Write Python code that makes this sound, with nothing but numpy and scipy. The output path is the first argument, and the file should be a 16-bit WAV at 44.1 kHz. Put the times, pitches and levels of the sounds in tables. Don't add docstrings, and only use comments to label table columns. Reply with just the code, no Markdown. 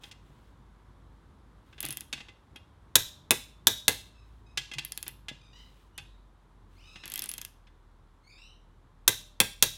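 import sys
import numpy as np
from scipy import signal
from scipy.fft import rfft, irfft
from scipy.io import wavfile

SR = 44100
rng = np.random.default_rng(int(sys.argv[2]) if len(sys.argv) > 2 else 0)


def master(y):
    cut = np.clip(np.atleast_2d(y).T, -1, 1)
    pcm = np.round(cut * 32767)
    wavfile.write(sys.argv[1], SR, pcm.astype(np.int16))


N = 430857

# start in seconds, relative level in dB,
# relative ring of the tube in dB, centre of the clack in Hz, lift at that centre in dB.
BREAKS = [(2.9551, 1.5, -6.5, 3760, 5), (3.67, 0.5, 0, 3693, 8), (9.0785, -0.5, -2, 3940, 0.5),
          (9.6249, -0.5, 0.5, 3940, -1)]
# start in seconds, relative level in dB,
# relative ring of the tube in dB.
RETURNS = [(3.3074, -1.5, -8), (3.8806, -1, -20), (9.4020, -1, -10)]
# frequency in Hz, relative level in dB.
BREAK_COLOUR = [(60, -9), (250, -12), (700, -17), (1100, -9), (1700, -6), (2300, -11.5), (3000, -4),
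                (3700, 4.5), (4700, -6.5), (6200, 0.5), (8000, -3), (13000, -2), (16000, -8)]
RETURN_COLOUR = [(60, -15.5), (280, -3.5), (700, -4), (1200, -4.5), (1700, -4), (2400, 2.5), (2850, 0),
                 (3450, 7.5), (4700, -3.5), (6500, -1), (9300, 1.5), (13000, -2.5), (16000, -8.5)]
# frequency in Hz, relative level in dB, t60 in seconds.
TUBE = [(3250, -12, .12), (3430, -9, .1), (3688, -3, .1), (3790, -4, .4), (3830, -3, .25), (3945, -6, .3),
        (4055, -8, .28), (5650, -12, .3), (5770, -10, .25), (6350, -9, .15)]
PLATE = [(82, -16, .15), (105, -11, .25), (170, -16, .08), (345, -13, .05), (484, -3, .05), (603, -35, 1.5),
         (662, -18, .22), (938, 0, .04), (1604, -12, .22), (1995, -15, .2), (2375, -14, .2)]
BREAK_SHUDDER_DB, RETURN_SHUDDER_DB = -29, -25.5


def clacks():
    out = np.zeros(N)
    for s, db, tube_db, centre_hz, lift_db in BREAKS:
        peaks = head(freedom=0.79) + [(centre_hz, 600, lift_db)]
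        clack = contact(BREAK_COLOUR, peaks, decay_s=0.0038, near_db=-4.5)
        ringing = amp(tube_db - 31.0) * ring(TUBE, scatter_db=1.5)
        ringing += amp(-27) * ring(PLATE, scatter_db=0)
        ringing += amp(-44.0) * ring(SPRING)
        shock = amp(BREAK_SHUDDER_DB) * shudder() + amp(-47) * ring(MOTOR, scatter_db=4.5)
        add(out, s + 0.000091, amp(db + 13.0) * clack)
        add(out, s, amp(db) * ringing)
        add(out, s + 0.0035, amp(db) * shock)
    for s, db, tube_db in RETURNS:
        clack = contact(RETURN_COLOUR, head(freedom=0.74), decay_s=0.0017, near_db=-5.5)
        ringing = amp(tube_db - 34.0) * ring(TUBE, scatter_db=0)
        ringing += amp(-28) * ring(PLATE, scatter_db=4)
        ringing += amp(-45) * ring(SOCKET)
        shock = amp(RETURN_SHUDDER_DB) * shudder() + amp(-26.5) * ring(BENCH, scatter_db=1.5)
        add(out, s + 0.00063, amp(db + 12.5) * clack)
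        add(out, s, amp(db) * ringing)
        add(out, s + 0.0053, amp(db) * shock)
    return out


# frequency in Hz, relative level in dB.
SHUDDER_COLOUR = [(50, -16), (100, -7), (270, -1.5), (450, 1.5), (650, -10), (950, -5), (1300, -12.5),
                  (1800, -10), (3000, -16.5), (8000, -39)]
SHUDDER_T60_S, SHUDDER_RISE_S = .11, .003


def shudder():
    t = np.arange(SR) / SR
    spectrum = amp(read(SHUDDER_COLOUR, np.fft.rfftfreq(SR, 1 / SR)))
    body = evened(irfft(rfft(rng.standard_normal(SR)) * spectrum, SR))
    return body * (1 - np.exp(-t / SHUDDER_RISE_S)) * np.exp(-np.log(1000) * t / SHUDDER_T60_S)


# frequency in Hz, width in Hz,
# lift in dB when fully free, before scatter.
HEAD = [(820, 26, 9), (1167, 54, 7), (1550, 97, 6.5), (1665, 37, 11.5), (1774, 10, 10), (2045, 40, 12),
        (2267, 60, 3), (2556, 67, 10.5), (2723, 60, 10), (3234, 40, 11), (3500, 40, 9.5), (4104, 8.2, 4),
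        (4510, 26, 7), (5100, 100, 6), (5600, 70, 3.5), (6380, 130, 4), (7390, 61, 3.5), (9326, 92, 4.5)]


def head(freedom):
    return [(hz, width, freedom * db * (1 + .2 * rng.standard_normal())) for hz, width, db in HEAD]


# frequency in Hz, relative level in dB, t60 in seconds.
SPRING = [(10085, 0, .09), (10170, -5, .06), (11000, -8, .03)]
# time in seconds, relative level in dB, top treble lift in dB.
LONE_TICKS = [(2.5593, -37, -16), (5.9772, -31, -14)]
# start in seconds, level in dB.
TWANGS = [(1.804, -39), (1.906, -36), (1.9248, -46), (7.2196, -32.5), (7.2893, -39)]
PAWL_DROP_S = .0016


def ratchet():
    out = np.zeros(N)
    for s, db, top_db, *_ in teeth() + LONE_TICKS:
        add(out, s + PAWL_DROP_S, snap(db, top_db))
        add(out, s + PAWL_DROP_S, amp(db - 33) * ring(SPRING))
    for s, db in TWANGS:
        add(out, s, amp(db) * ring(SPRING, scatter_db=4))
    return out


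# time in seconds, angle in teeth passed.
SWINGS = [
    [(1.8038, 0), (1.8505, 2), (1.8612, 3), (1.8855, 4), (1.9245, 6), (1.9697, 7), (2.0061, 8)],
    [(4.8478, 0), (4.9193, 1), (4.9742, 2), (5.0785, 4)],
    [(7.0551, 0), (7.0985, 2), (7.1757, 6), (7.1909, 7), (7.2193, 8), (7.2571, 10), (7.2902, 11),
     (7.3365, 13), (7.3792, 14), (7.4481, 16)],
]
# time in seconds, relative tick level in dB,
# top treble lift of the tick in dB, relative rattle of the socket in dB.
SWING_LEVELS = [(1.80, -27.5, 11, -30), (1.86, -27, 7, -19.5), (2.0, -27.5, 3, -27), (4.85, -27.5, 5, -35),
                (4.92, -24, -7, -30), (4.975, -20, 5, -26), (5.03, -28.5, 4, -28), (5.08, -21.5, 8, -21),
                (7.05, -30.5, -9, -21), (7.1, -26.5, 6, -25), (7.19, -25, 6, -20.5),
                (7.22, -20.5, 4, -20.5), (7.249, -28.5, 2, -24), (7.29, -20, 6, -23), (7.32, -29, 6, -30),
                (7.38, -24.5, -1, -22.5), (7.45, -26, 0, -33)]


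def teeth():
    times = []
    for swing in SWINGS:
        s, angle = np.transpose(swing)
        times += list(np.interp(np.arange(angle[-1] + 1), angle, s))
    s, *levels = np.transpose(SWING_LEVELS)
    return [(at, *(np.interp(at, s, db) for db in levels)) for at in times]


# frequency in Hz, relative level in dB.
TICK_COLOUR = [(100, -27.5), (900, -7.5), (2000, -2), (3000, 5), (5000, 3.5), (8000, 4.5), (11500, 8),
               (14500, 0.5), (16500, -7)]
TOOTH_SCATTER_DB = 2.7
SNAP_HZ, SNAP_WIDTH_HZ, SNAP_DB = 10100, 1200, 6
SNAP_SPREAD = .18
TOP_HZ, TOP_WIDTH_HZ = 14400, 4800


def snap(db, top_db):
    uneven = [(hz, 800, 3.5 * rng.standard_normal()) for hz in np.linspace(3000, 15000, num=11)]
    centre, strength = rng.standard_normal(2)
    overtone = (SNAP_HZ * np.exp(SNAP_SPREAD * centre), SNAP_WIDTH_HZ, SNAP_DB)
    peaks = head(freedom=1.0) + uneven + [overtone, (TOP_HZ, TOP_WIDTH_HZ, top_db)]
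    tick = contact(TICK_COLOUR, peaks, decay_s=0.00187, near_db=-14.0)
    return amp(db + 13.0 + TOOTH_SCATTER_DB * strength) * tick


# start in seconds, relative level in dB,
# brightness in dB per octave, which the contact limits to -4..3.
KNOCKS = [(0.035, -15.5, 0), (0.112, -17, 9), (1.726, -25.5, -23), (1.779, -19.5, -7), (1.83, -10, -6),
          (1.843, -8.5, -8), (2.127, -0.5, 3), (2.152, -21, -4), (2.177, -17.5, -7), (2.203, -13.5, -11),
          (2.284, -18, -8.5), (2.558, -17, -6), (4.573, 4.5, 5), (4.714, -9.5, -1.5), (4.735, -8.5, 3),
          (4.783, -0.5, 2), (5.064, -14, -3), (5.283, -5, 0.5), (5.98, -9.5, -1), (6.957, -15, -5),
          (7.035, -13.5, -13), (7.669, -29.5, -10), (8.378, -32, -12)]
# frequency in Hz, relative level in dB.
KNOCK_COLOUR = [(60, -8), (140, -9), (300, -4.5), (550, -13), (800, -9.5), (1200, -10), (2000, -4),
                (2800, 1), (3600, 1), (4500, -6), (6500, -10), (10000, -20), (15500, -36)]
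# start in seconds,
# thump of the bench in dB, hum of the housing in dB.
BUMPS = [(.3, -58, -51), (0.501, -51.5, -66), (1.842, -39.5, -43.5), (1.89, -51, -47.5), (2.132, -45, -49),
         (4.584, -71, -48.5), (4.757, -67, -43), (5.071, -62.5, -51), (5.314, -44, -52.5),
         (5.989, -73.5, -54)]
# frequency in Hz, relative level in dB, t60 in seconds.
SOCKET = [(1637, -16, .16), (1997, -5, .2), (2557, -3, .18), (2805, -2, .2), (3255, -4, .15),
          (3472, -5, .18), (4050, -10, .2), (5150, -12, .2)]
BENCH = [(160, -8, .05), (205, -3, .04), (245, 0, .045), (280, 1, .04), (318, -1, .035), (470, -4, .03),
         (605, -6, .035)]
MOTOR = [(122, -2, .2), (140, -1, .2), (335, -19, .5)]
RATTLE_S, RATTLE_DOUBLES_DB = 0.0049, 33
SWING_RATTLE_S = 0.01
RING_DB, RING_GROWTH = -45, 0.93


def socket():
    out = np.zeros(N)
    for s, db, bright_db in KNOCKS:
        rattle_s = RATTLE_S * 2 ** (-db / RATTLE_DOUBLES_DB)
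        knock = contact(KNOCK_COLOUR, head(freedom=0.98), rattle_s, near_db=0.5, tilt_db=bright_db)
        add(out, s + .001, amp(db - 6.5) * knock)
        add(out, s, amp(RING_GROWTH * db + RING_DB) * ring(SOCKET, scatter_db=-0.5))
    for s, _, _, db in teeth():
        rattle = contact(KNOCK_COLOUR, head(freedom=0.27), SWING_RATTLE_S, near_db=4.5, tilt_db=-3.5)
        add(out, s + .002, amp(db - 5) * rattle)
        add(out, s + 0.00203, amp(db - 40) * ring(SOCKET, scatter_db=6))
    for s, bench_db, housing_db in BUMPS:
        thump = amp(bench_db) * ring(BENCH, scatter_db=3.5)
        hum = amp(housing_db) * ring(MOTOR, scatter_db=2.5)
        add(out, s, thump + hum)
    return out


def contact(colour, peaks, decay_s, near_db, tilt_db=0, size=8192):
    t, hz = np.arange(size) / SR, abs(np.fft.fftfreq(size, 1 / SR))
    fade = np.exp(-(t / decay_s) ** 1.8)
    burst = rng.standard_normal(size) * fade
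    burst = irfft(np.exp(1j * np.angle(rfft(burst)))) * np.sqrt(fade)
    near = rng.standard_normal(size) * (rng.random(size) < .08) * (t > .0015) * np.exp(-t / 0.0077)
    wall = 0.22 * (np.arange(size) == round(.0122 * SR))
    paths = 1 + amp(near_db) * np.fft.fft(near / np.linalg.norm(near) + wall)
    shape_db = read(colour, hz) + np.clip(tilt_db, -4, 3) * np.log2(1 + hz / 1000)
    shape_db += sum(db / (1 + (2 * (hz - centre) / width) ** 2) for centre, width, db in peaks)
    causal = np.exp(np.conj(signal.hilbert(np.log(amp(shape_db)))))
    direct = np.fft.fft(burst) * causal
    return np.fft.ifft(direct * paths).real / np.sqrt(np.mean(abs(direct) ** 2))


def ring(modes, scatter_db=6.5):
    t = np.arange(SR) / SR
    tones = np.zeros(SR)
    for hz, db, t60 in modes:
        level = amp(db + scatter_db * rng.standard_normal())
        tones += level * np.exp(-np.log(1000) * t / t60) * np.sin(2 * np.pi * (hz * t + rng.random()))
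    return tones * (1 - np.exp(-t / 0.00033))


# start in seconds, length in seconds, level in dB.
RUSTLES = [(0, 0.11, -60), (0.177, 0.4, -75), (1.617, 0.26, -75), (4.22, 0.22, -77), (5.484, .45, -71),
           (6.647, 0.43, -73)]
# frequency in Hz, relative level in dB.
RUSTLE_COLOUR = [(100, -5), (300, 4), (1000, 0), (3200, 8.5), (5000, -1), (9000, -4), (15000, -8)]


def cloth():
    out = np.zeros(N)
    spectrum = amp(read(RUSTLE_COLOUR, np.fft.rfftfreq(N, 1 / SR)))
    hiss = irfft(rfft(rng.standard_normal(N)) * spectrum, N)
    grain = evened(hiss * amp(1.3 * drift(per_s=140)))
    for s, length, db in RUSTLES:
        rub = grain[max(round(s * SR), 0):][:round(length * SR)]
        add(out, s, amp(db) * rub * signal.windows.tukey(len(rub), .5))
    return out


# start in seconds, length in seconds, starting pitch in Hz, final pitch in Hz
# (both before waver), relative level in dB, hoarseness as relative pitch jitter.
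BIRD_CALLS = [(4.131, 0.076, 1337, 1300, -71.5, .006), (4.46, 0.06, 1284, 1318, -69.5, 0.0082),
              (5.40, 0.095, 1270, 1252, -68, 0.021), (5.528, 0.08, 980, 1017, -59, 0.02),
              (5.919, .21, 2910, 4040, -68.5, .01), (6.761, .075, 2140, 3130, -60.5, .022),
              (6.829, 0.21, 1226, 1398, -55.5, 0.021), (8.223, .3, 2166, 3015, -60.5, 0.016),
              (8.307, 0.18, 3630, 4080, -65, 0.019)]
# frequency in Hz, relative level in dB.
BIRD_THROAT = [(1300, -13.5), (2200, -7.5), (3000, 0), (4000, -5.5), (5500, -9), (7000, -20), (9500, -24),
               (13000, -36)]
CALL_EDGE_DB = -6.5
CALL_WAVER, CALL_FLUTTER_DB = 0.021, 4


def birds():
    out = np.zeros(N)
    jitter, waver = drift(per_s=333), CALL_WAVER * drift(per_s=32.5)
    flutter = amp(CALL_FLUTTER_DB * drift(per_s=91))
    for s, length, from_hz, to_hz, db, hoarse in BIRD_CALLS:
        u = np.linspace(0, 1, round(length * SR))
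        glide = from_hz + (to_hz - from_hz) * np.sin(np.pi * u / 2) ** 2
        hz = glide * (1 + waver + hoarse * jitter)[round(s * SR):][:len(u)]
        turns = np.cumsum(hz) / SR
        voice = np.zeros(len(u))
        for k in range(1, 9):
            below_nyquist = k * hz < SR / 2
            voice += amp(read(BIRD_THROAT, k * hz)) * below_nyquist * np.sin(2 * np.pi * k * turns)
        swell = amp(db + CALL_EDGE_DB * (2 * u - 1) ** 2)
        add(out, s, swell * evened(voice) * signal.windows.tukey(len(u), .2))
    return out * flutter


# time in seconds, firing rate in Hz, level in dB (both before waver).
ENGINE = [(0, 48.48, -64), (.45, 51, -56), (2.6, 50.8, -68.5), (3.399, 53.5, -59), (4.298, 54.72, -55.5),
          (5.1, 50.33, -56), (6.199, 47.03, -56.5), (6.9, 42.08, -61), (8.2, 39.67, -60),
          (9.77, 40.68, -57)]
ENGINE_WAVER_DB = 2
# frequency in Hz, relative density in dB per Hz.
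AMBIENCE = [(20, -36.5), (45, -11), (75, -7.5), (115, -10.5), (200, -16.5), (330, -22), (650, -32),
            (1000, -26.5), (1500, -34), (2700, -45), (3600, -42), (4800, -50), (11000, -55.5), (16000, -68)]
AMBIENCE_DB = -55.5
RUMBLE_DB, RUMBLE_FADE_DB_PER_S, AIR_FADE_DB_PER_S = -1.03, 0.85, 0.34


def outdoors():
    t, hz = np.arange(N) / SR, np.fft.rfftfreq(N, 1 / SR)
    s, rate, level = np.transpose(ENGINE)
    turns = np.cumsum(np.interp(t, s, rate) * (1 + 0.013 * drift(per_s=24))) / SR
    drone = evened(np.sin(2 * np.pi * turns) + amp(-11.0) * np.sin(4 * np.pi * turns))
    engine = amp(np.interp(t, s, level) + ENGINE_WAVER_DB * drift(per_s=3.4)) * drone
    wash = evened(irfft(rfft(rng.standard_normal(N)) * amp(read(AMBIENCE, hz)), N))
    rumble = signal.sosfiltfilt(signal.butter(2, 400, fs=SR, output="sos"), wash)
    air = (wash - rumble) * amp(-AIR_FADE_DB_PER_S * t)
    rumble = rumble * amp(RUMBLE_DB - RUMBLE_FADE_DB_PER_S * t + 1.7 * drift(per_s=3.5))
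    return engine + amp(AMBIENCE_DB) * (rumble + air)


# frequency in Hz, t60 in seconds.
ROOM_T60 = [(100, 0.51), (400, 0.21), (1500, 0.33), (4000, .46), (8000, 0.35), (15000, 0.28)]
ROOM_BASS_DB, ROOM_BASS_HZ = 3, 800


def workshop(x, tail_db):
    t = np.arange(SR) / SR
    sparse = rng.standard_normal(SR) * (rng.random(SR) < .2)
    hz, age, z = signal.stft(sparse, SR, nperseg=256)
    z *= amp(ROOM_BASS_DB / (1 + (hz[:, None] / ROOM_BASS_HZ) ** 4))
    decay = np.exp(-np.log(1000) * age / read(ROOM_T60, hz)[:, None])
    tail = signal.istft(z * decay, SR, nperseg=256)[1][:SR]
    tail *= np.clip(t / 0.019 - .5, 0, 1)
    return x + amp(tail_db) * signal.fftconvolve(x, tail / np.linalg.norm(tail))[:N]


def amp(db):
    return 10 ** (np.asarray(db) / 20)


def evened(x):
    return x / np.sqrt(np.mean(x ** 2) + 1e-20)


def read(points, hz):
    f, value = np.transpose(points)
    return np.interp(np.log(hz + 1), np.log(f + 1), value)


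def add(mix, s, sound):
    part = mix[max(round(s * SR), 0):][:len(sound)]
    part += sound[:len(part)]


def drift(per_s):
    lowpass = np.exp(-(np.fft.rfftfreq(N, 1 / SR) / per_s) ** 2)
    return evened(irfft(rfft(rng.standard_normal(N)) * lowpass, N))


def scene():
    wrench = workshop(clacks(), tail_db=-17)
    wrench += workshop(ratchet(), tail_db=-17.5)
    wrench += workshop(socket(), tail_db=-15)
    calls = amp(-2.5) * workshop(birds(), tail_db=1.5)
    return (wrench + calls + cloth() + outdoors())[None]


EDGE_HZ = 16300


def record(dry):
    held = np.clip(dry, -.9, .9)
    lowpass = signal.firwin(255, EDGE_HZ, window=("kaiser", 9), fs=SR)
    return signal.oaconvolve(held, lowpass[None], "same")


dry = scene()
out = record(dry)
master(out)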